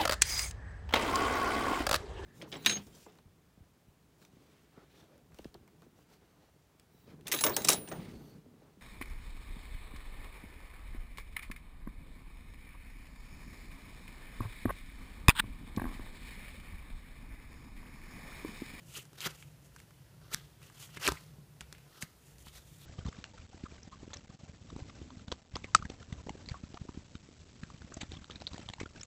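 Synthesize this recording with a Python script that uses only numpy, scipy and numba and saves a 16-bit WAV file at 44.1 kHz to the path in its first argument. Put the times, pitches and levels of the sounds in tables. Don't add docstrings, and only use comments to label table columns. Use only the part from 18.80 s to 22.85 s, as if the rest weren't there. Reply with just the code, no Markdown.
import sys
import numpy as np
from scipy import signal
from scipy.io import wavfile
from numba import njit

SR = 44100
rng = np.random.default_rng(int(sys.argv[2]) if len(sys.argv) > 2 else 0)


def put_to_file(sound):
    columns = np.atleast_2d(sound).T
    safe = np.clip(columns, -1, 1)
    whole_steps = np.round(safe * 32767)
    wavfile.write(sys.argv[1], SR, whole_steps.astype(np.int16))


def gain_from_db(level_db):
    decades = np.asarray(level_db, float) / 20
    return 10 ** decades


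N = 178825


def rms_one(x):
    return x / np.sqrt(np.mean(x ** 2) + 1e-20)


def band(x, low_hz, high_hz):
    edges_hz = [low_hz, min(high_hz, 0.45 * SR)]
    return signal.sosfilt(signal.butter(2, edges_hz, "band", fs=SR, output="sos"), x)


def resonance(x, hz, width_hz):
    r = np.exp(-np.pi * width_hz / SR)
    push = np.array([1, 0, -1]) * (1 - r * r) / 2
    return signal.lfilter(push, [1, -2 * r * np.cos(2 * np.pi * hz / SR), r * r], x)


@njit
def gliding_resonance(x, hz, r, sr):
    out = np.zeros(len(x))
    for i in range(2, len(x)):
        turn = 2 * r * np.cos(2 * np.pi * hz[i] / sr)
        out[i] = x[i] - x[i - 2] + turn * out[i - 1] - r * r * out[i - 2]
    return out


def ring(clicks, hz, t60):
    r = gain_from_db(-60 / (t60 * SR))
    w = 2 * np.pi * hz / SR
    return signal.lfilter([0, np.sin(w)], [1, -2 * r * np.cos(w), r * r], clicks + 1e-18)


def drift(rate_hz):
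    r = np.exp(-2 * np.pi * rate_hz / SR)
    slow = signal.lfilter([1], [1, -2 * r, r * r], rng.standard_normal(N + SR))
    return rms_one(slow[SR:])


# pitch in Hz, level in dB per Hz.
HISS_COLOUR = [(180, -20.5), (242, -15), (476, -22.5), (1130, -28.5), (2280, -30.5), (6560, -33),
               (14400, -35), (16000, -51)]


def room_tone(level_db=-66.5):
    edges_hz = 180 * 2 ** np.arange(0, 7, 0.5)
    white = rng.standard_normal((2, N))
    hz, colour_db = np.transpose(HISS_COLOUR)
    out = np.zeros(N)
    for k, (low, high) in enumerate(zip(edges_hz, edges_hz[1:])):
        band_db = np.interp(np.log(low * high) / 2, np.log(hz), colour_db)
        out += gain_from_db(band_db) * band(white[k % 2], low, high)
    return gain_from_db(level_db) * rms_one(out)


# time in seconds, level of the rumble in dB.
RUMBLE = [(0.0, -59.7), (0.15, -59.5), (0.3, -67.5), (0.55, -59), (0.8, -60.5), (1.05, -60), (1.25, -59.5),
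          (1.45, -58), (1.7, -64.5), (1.95, -64), (2.15, -59.5), (2.45, -60.5), (2.7, -60.5), (2.95, -60.5),
          (3.15, -69), (3.4, -64.3), (3.75, -56.5), (4.05, -64.5)]


def hum(wander_db=1.53, wander_hz=2.6, lean_s=3.67, lean_half_s=0.26):
    now = np.arange(N) / SR
    noise = rng.standard_normal((3, N + SR))
    level_db = np.interp(now, *np.transpose(RUMBLE))
    lean = np.exp(-((now - lean_s) / lean_half_s) ** 4)
    low_db = level_db - 6 + 5 * lean + wander_db * drift(wander_hz)
    upper_db = level_db - 3.5 - 7 * lean + wander_db * drift(wander_hz)
    low = rms_one(resonance(resonance(noise[0], 59.7, 28), 59.7, 28)[SR:])
    upper = rms_one(resonance(resonance(noise[1], 143.2, 32.7), 144.7, 34)[SR:])
    upper = upper + 0.73 * rms_one(band(noise[2], 91.5, 142)[SR:])
    deepest = rms_one(band(noise[2], 25, 50)[:N])
    return gain_from_db(low_db) * low + gain_from_db(upper_db + 4) * upper + gain_from_db(-78) * deepest


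def room(x, t60_s=0.31, wall_cut_hz=3700):
    out = np.zeros(N)
    dull = np.exp(-2 * np.pi * wall_cut_hz / SR)
    lags = (rng.uniform(0.0067, 0.031, size=10) * SR).astype(int)
    for k, lag in enumerate(lags):
        loop, state = x.copy(), [0.]
        gain = gain_from_db(-60 * lag / SR / t60_s)
        for i in range(lag, N, lag):
            back, state = signal.lfilter([gain * (1 - dull)], [1, -dull], loop[i - lag:i], zi=state)
            loop[i:i + lag] += back[:N - i]
        out += (loop - x) * (-1) ** k
    return out


# pitch in Hz, level in dB, time to fall 60 dB in seconds.
TABLE_MODES = [(68, -5, 0.2), (155, 2.5, 0.065), (206, -7.5, 0.073), (301, -6.5, 0.069), (383, 2.5, 0.041),
               (552, -7, 0.038), (956, -9, 0.06)]
# time in seconds, peak in dB, weight of the hand in dB,
# spot on the table from 0 (rim) to 1 (middle).
TABLE_BLOWS = [(0.185, -45.5, -20, 0.44), (0.331, -53.5, -15, 0.05), (0.461, -38.5, -32, 1),
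               (0.468, -39.5, -23, 0.09), (1.543, -38.5, -26, 0.97), (2.171, -38.5, -35, 0.54),
               (2.275, -33, -11, 0.03), (2.285, -27.5, -1, 0.067), (2.319, -32.5, -19, 0.53),
               (2.584, -47, -18.5, 0.86), (2.808, -47.5, 0, 0.75), (2.925, -48.5, -6, 0.56),
               (3.226, -55, -18, 0.98), (3.23, -37.5, -33, 0.95), (3.669, -49, 7.5, 1)]


def thuds(push_hz=1500):
    s, peak_db, weight_db, spot = np.transpose(TABLE_BLOWS)
    shares = gain_from_db(weight_db), np.clip(spot, 0.01, 0.99), np.clip(1 - spot, 0.01, 0.99)
    out = np.zeros(N)
    for hz, level_db, t60 in TABLE_MODES:
        blows = np.zeros(N)
        share = shares[np.searchsorted([100, 250], hz)]
        blows[np.round(s * SR).astype(int)] = gain_from_db(peak_db + level_db) * share
        out += ring(blows, hz, t60)
    return signal.sosfilt(signal.butter(2, push_hz, fs=SR, output="sos"), out)


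# time in seconds, peak in dB, ring in Hz, crack in dB,
# time for the crack to fall 60 dB in seconds.
EDGE_SNAPS = [(1.545, -18, 1640, -4.5, 0.0041), (2.171, -26, 1370, -20, 0.0052),
              (2.174, -30.5, 1920, -21.5, 0.034), (2.268, -11.5, 2530, -29, 0.019),
              (2.2767, -8, 1850, -13, 0.022), (2.281, -16.5, 1370, -18, 0.0065),
              (2.286, -14, 1180, -18, 0.017), (2.3198, -25, 935, -7.5, 0.015),
              (2.808, -27, 2320, -15.5, 0.016), (2.813, -35.5, 1170, -12, 0.017),
              (2.926, -34, 1520, -8.5, 0.017), (3.224, -22, 1860, -11.5, 0.024),
              (3.229, -38, 1260, -7, 0.016)]
# time in seconds, peak in dB, ring in Hz, crack in dB.
NAIL_TAPS = [(0.253, -50.5, 1140, -5.5), (0.331, -50, 960, -8), (0.382, -52, 3550, -17),
             (0.405, -26, 3572, -20), (0.625, -33.5, 1940, -26), (0.962, -39.5, 1350, -12.5),
             (1.001, -40, 1490, -14.5), (1.107, -46.5, 1390, -15), (1.817, -47, 1360, -18),
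             (1.899, -44, 1160, -15), (2.091, -45, 1400, -22), (2.354, -40, 1300, -17),
             (2.949, -40.5, 2071, -24), (2.982, -48, 2200, -12), (3.583, -47, 2590, -9.5),
             (3.668, -41, 1180, -27), (3.683, -37, 3240, -24)]
CRACK_BORDERS = [3200, 7500, 14000]


def snaps(cycles=1.07, ring_db=-4, crest_db=10, late_s=0.0006, tap_t60_s=0.021):
    # level of the thin edge below the crack, in dB
    hits = [(*row, -11.5) for row in EDGE_SNAPS]
    hits += [(*row, tap_t60_s, -6) for row in NAIL_TAPS]
    size = SR // 10
    age = np.arange(size) / SR
    out = np.zeros(N)
    for s, peak_db, hz, crack_db, t60, edge_db in hits:
        burst = 0.23 * rng.standard_normal(size) * gain_from_db(-60 * age / max(t60, 0.002))
        burst[0] = 2.12
        flap = resonance(resonance(burst, hz, hz / cycles), hz, hz)
        crack = band(burst, *CRACK_BORDERS[:2])
        edge = -band(burst, *CRACK_BORDERS[1:])
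        snap = gain_from_db(ring_db) * flap / np.abs(flap).max()
        snap = snap + gain_from_db(crack_db + crest_db) * crack / np.abs(crack).max()
        snap = snap + gain_from_db(crack_db + edge_db + crest_db) * edge / np.abs(edge).max()
        at = round((s + late_s) * SR)
        out[at:at + size] += gain_from_db(peak_db) * snap[:N - at]
    return out


# release in seconds,
# length in seconds, level in dB, pressure in dB, flap pitch in Hz.
CARD_PULLS = [(0.424, 0.016, -43, -2, 3500), (0.452, 0.028, -38.5, 1, 4400),
              (0.473, 0.075, -35.5, 1.5, 2300), (0.473, 0.045, -48, 18, 2300),
              (1.533, 0.037, -44, 3.5, 1650), (1.541, 0.016, -37, -3, 3650), (2.169, 0.072, -54, 1, 2900),
              (2.268, 0.078, -36.5, 2.5, 2850), (2.29, 0.02, -29.5, 3.5, 1900),
              (2.317, 0.022, -47, 3, 2580), (3.227, 0.022, -43, -1.5, 1800), (3.24, 0.014, -49, 1, 1800)]
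# loudest moment in seconds, half width in seconds,
# level in dB, pressure in dB, flap pitch in Hz.
FINGER_RUBS = [(-0.004, 0.014, -68.2, 7.4, 2890), (0.143, 0.084, -61.5, -3.5, 2870),
               (0.174, 0.033, -48.8, -3.0, 2900), (0.354, 0.014, -62.5, 0.4, 3030),
               (0.388, 0.013, -52.5, 1.5, 3500), (0.599, 0.087, -68.4, -6.3, 2800),
               (0.854, 0.035, -79.4, -11.3, 3180), (0.991, 0.05, -66.6, -1.7, 2860),
               (1.464, 0.052, -63.6, 5.8, 1800), (1.832, 0.017, -58.8, -1.2, 2850),
               (1.87, 0.035, -65.1, -0.6, 2860), (1.97, 0.043, -61.4, -1.1, 3150),
               (2.028, 0.035, -52.0, -3.1, 3140), (2.103, 0.017, -60.8, -1.0, 2960),
               (2.827, 0.02, -62.3, 3.4, 2600), (2.966, 0.107, -68.4, 2.4, 2610),
               (3.174, 0.066, -58.7, 2.5, 1800), (3.485, 0.068, -74.3, -8.4, 2900),
               (3.611, 0.033, -69.0, -6.7, 3200), (3.675, 0.03, -59.6, -2.4, 3140),
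               (3.766, 0.044, -56.7, -1.0, 3500), (3.886, 0.052, -70.4, -6.0, 3400),
               (3.946, 0.039, -69.1, -6.2, 3310), (4.026, 0.031, -58.8, -2.1, 3500)]
# offset in dB, share of the pressure (a factor),
# steepness of the swell (a factor), idle handling in dB.
CARD_PARTS = [
    (-7.5, 0.96, 1.53, -70),
    (-9, 0.84, 1.01, -81),
    (-2, -0.015, 1.08, -81),
    (-1.5, -1.17, 0.85, -87),
]


def pull_shape_db(after, length, steep, pressed_db):
    growth, let_go_db_per_s = 1.15, 2198
    settle_db, settle_db_per_s = -19.5, 117
    rise_db = 20 * growth * np.log10(np.clip(1 + after / length, 1e-4, 1)) * steep
    settling_db = settle_db - settle_db_per_s * after - pressed_db
    fall_db = np.maximum(-let_go_db_per_s * after, settling_db)
    return np.where(after < 0, rise_db, fall_db)


def rub_shape_db(after, half_width, steep):
    return -9.5 * np.abs(after / half_width) ** 1.76 * steep


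def strokes():
    now = np.arange(N) / SR
    power = np.zeros((4, N))
    pitch_weight, pitch_sum = np.full(N, 1e-12), np.full(N, 3000e-12)
    offset_db, share, steep, idle_db = np.transpose(CARD_PARTS)[:, :, None]
    for pulled, rows in (True, CARD_PULLS), (False, FINGER_RUBS):
        for s, length, level_db, press_db, hz in rows:
            at = slice(max(int((s - 0.2) * SR), 0), int((s + 0.5) * SR))
            after = now[at] - s
            pressed_db = share * press_db
            if pulled:
                shape_db = pull_shape_db(after, length, steep, pressed_db)
            else:
                shape_db = rub_shape_db(after, length, steep)
            part = gain_from_db(2 * (level_db + offset_db + pressed_db + shape_db))
            power[:, at] += part
            pitch_weight[at] += part[2]
            pitch_sum[at] += part[2] * hz
    return 10 * np.log10(power + gain_from_db(2 * idle_db)), pitch_sum / pitch_weight


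# pitch in Hz, width in Hz, level in dB.
CARD_MODES = [(370, 240, -5.5), (910, 880, -2), (1350, 297, 2), (1810, 424, -6), (2590, 1250, -7.5),
              (4700, 2180, -3.5), (6700, 2140, -3), (8750, 4450, -6.5)]
PART_TOPS = [700, 2000, 5000]


def scrape(catches_per_s=12000, spread_db=2.5, judder_db=3.5, flap_width_hz=400, flap_db=-4):
    parts_db, flap_hz = strokes()
    scrape_db, hiss_db = parts_db[2:]
    sizes = gain_from_db(spread_db * np.minimum(rng.exponential(1, N), 3)) * rng.choice([-1, 1], N)
    catches = (rng.random(N) < catches_per_s / SR) * sizes
    judder = drift(53)
    flap = gliding_resonance(catches, flap_hz, np.exp(-np.pi * flap_width_hz / SR), SR)
    out = gain_from_db(scrape_db + flap_db + judder_db * drift(39.5)) * rms_one(flap)
    for k, (hz, width_hz, level_db) in enumerate(CARD_MODES):
        stroke_db = parts_db[np.searchsorted(PART_TOPS, hz)] + level_db
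        flicker_db = judder_db * (0.71 * judder + 0.1 * drift(29.1))
        mode = rms_one(resonance(resonance(catches, hz, width_hz), hz, 4 * width_hz))
        out = out + (-1) ** k * gain_from_db(stroke_db + flicker_db) * mode
    edge_hiss = rms_one(band(catches, 9560, 15800))
    return out + gain_from_db(hiss_db + 0.38 * judder_db * judder - 6.5) * edge_hiss


def scene():
    cards = scrape() + snaps()
    echoes = gain_from_db(-24) * room(cards)
    return (cards + thuds() + echoes + hum() + room_tone())[None]


def low_pass(x):
    return signal.sosfilt(signal.butter(12, 16390, fs=SR, output="sos"), x)


def record(dry):
    no_bass = signal.sosfilt(signal.butter(3, 42, "high", fs=SR, output="sos"), dry)
    no_top = signal.sosfilt(signal.cheby2(12, 30, 15650, fs=SR, output="sos"), no_bass)
    return low_pass(no_top)


dry = scene()
out = record(dry)
put_to_file(out)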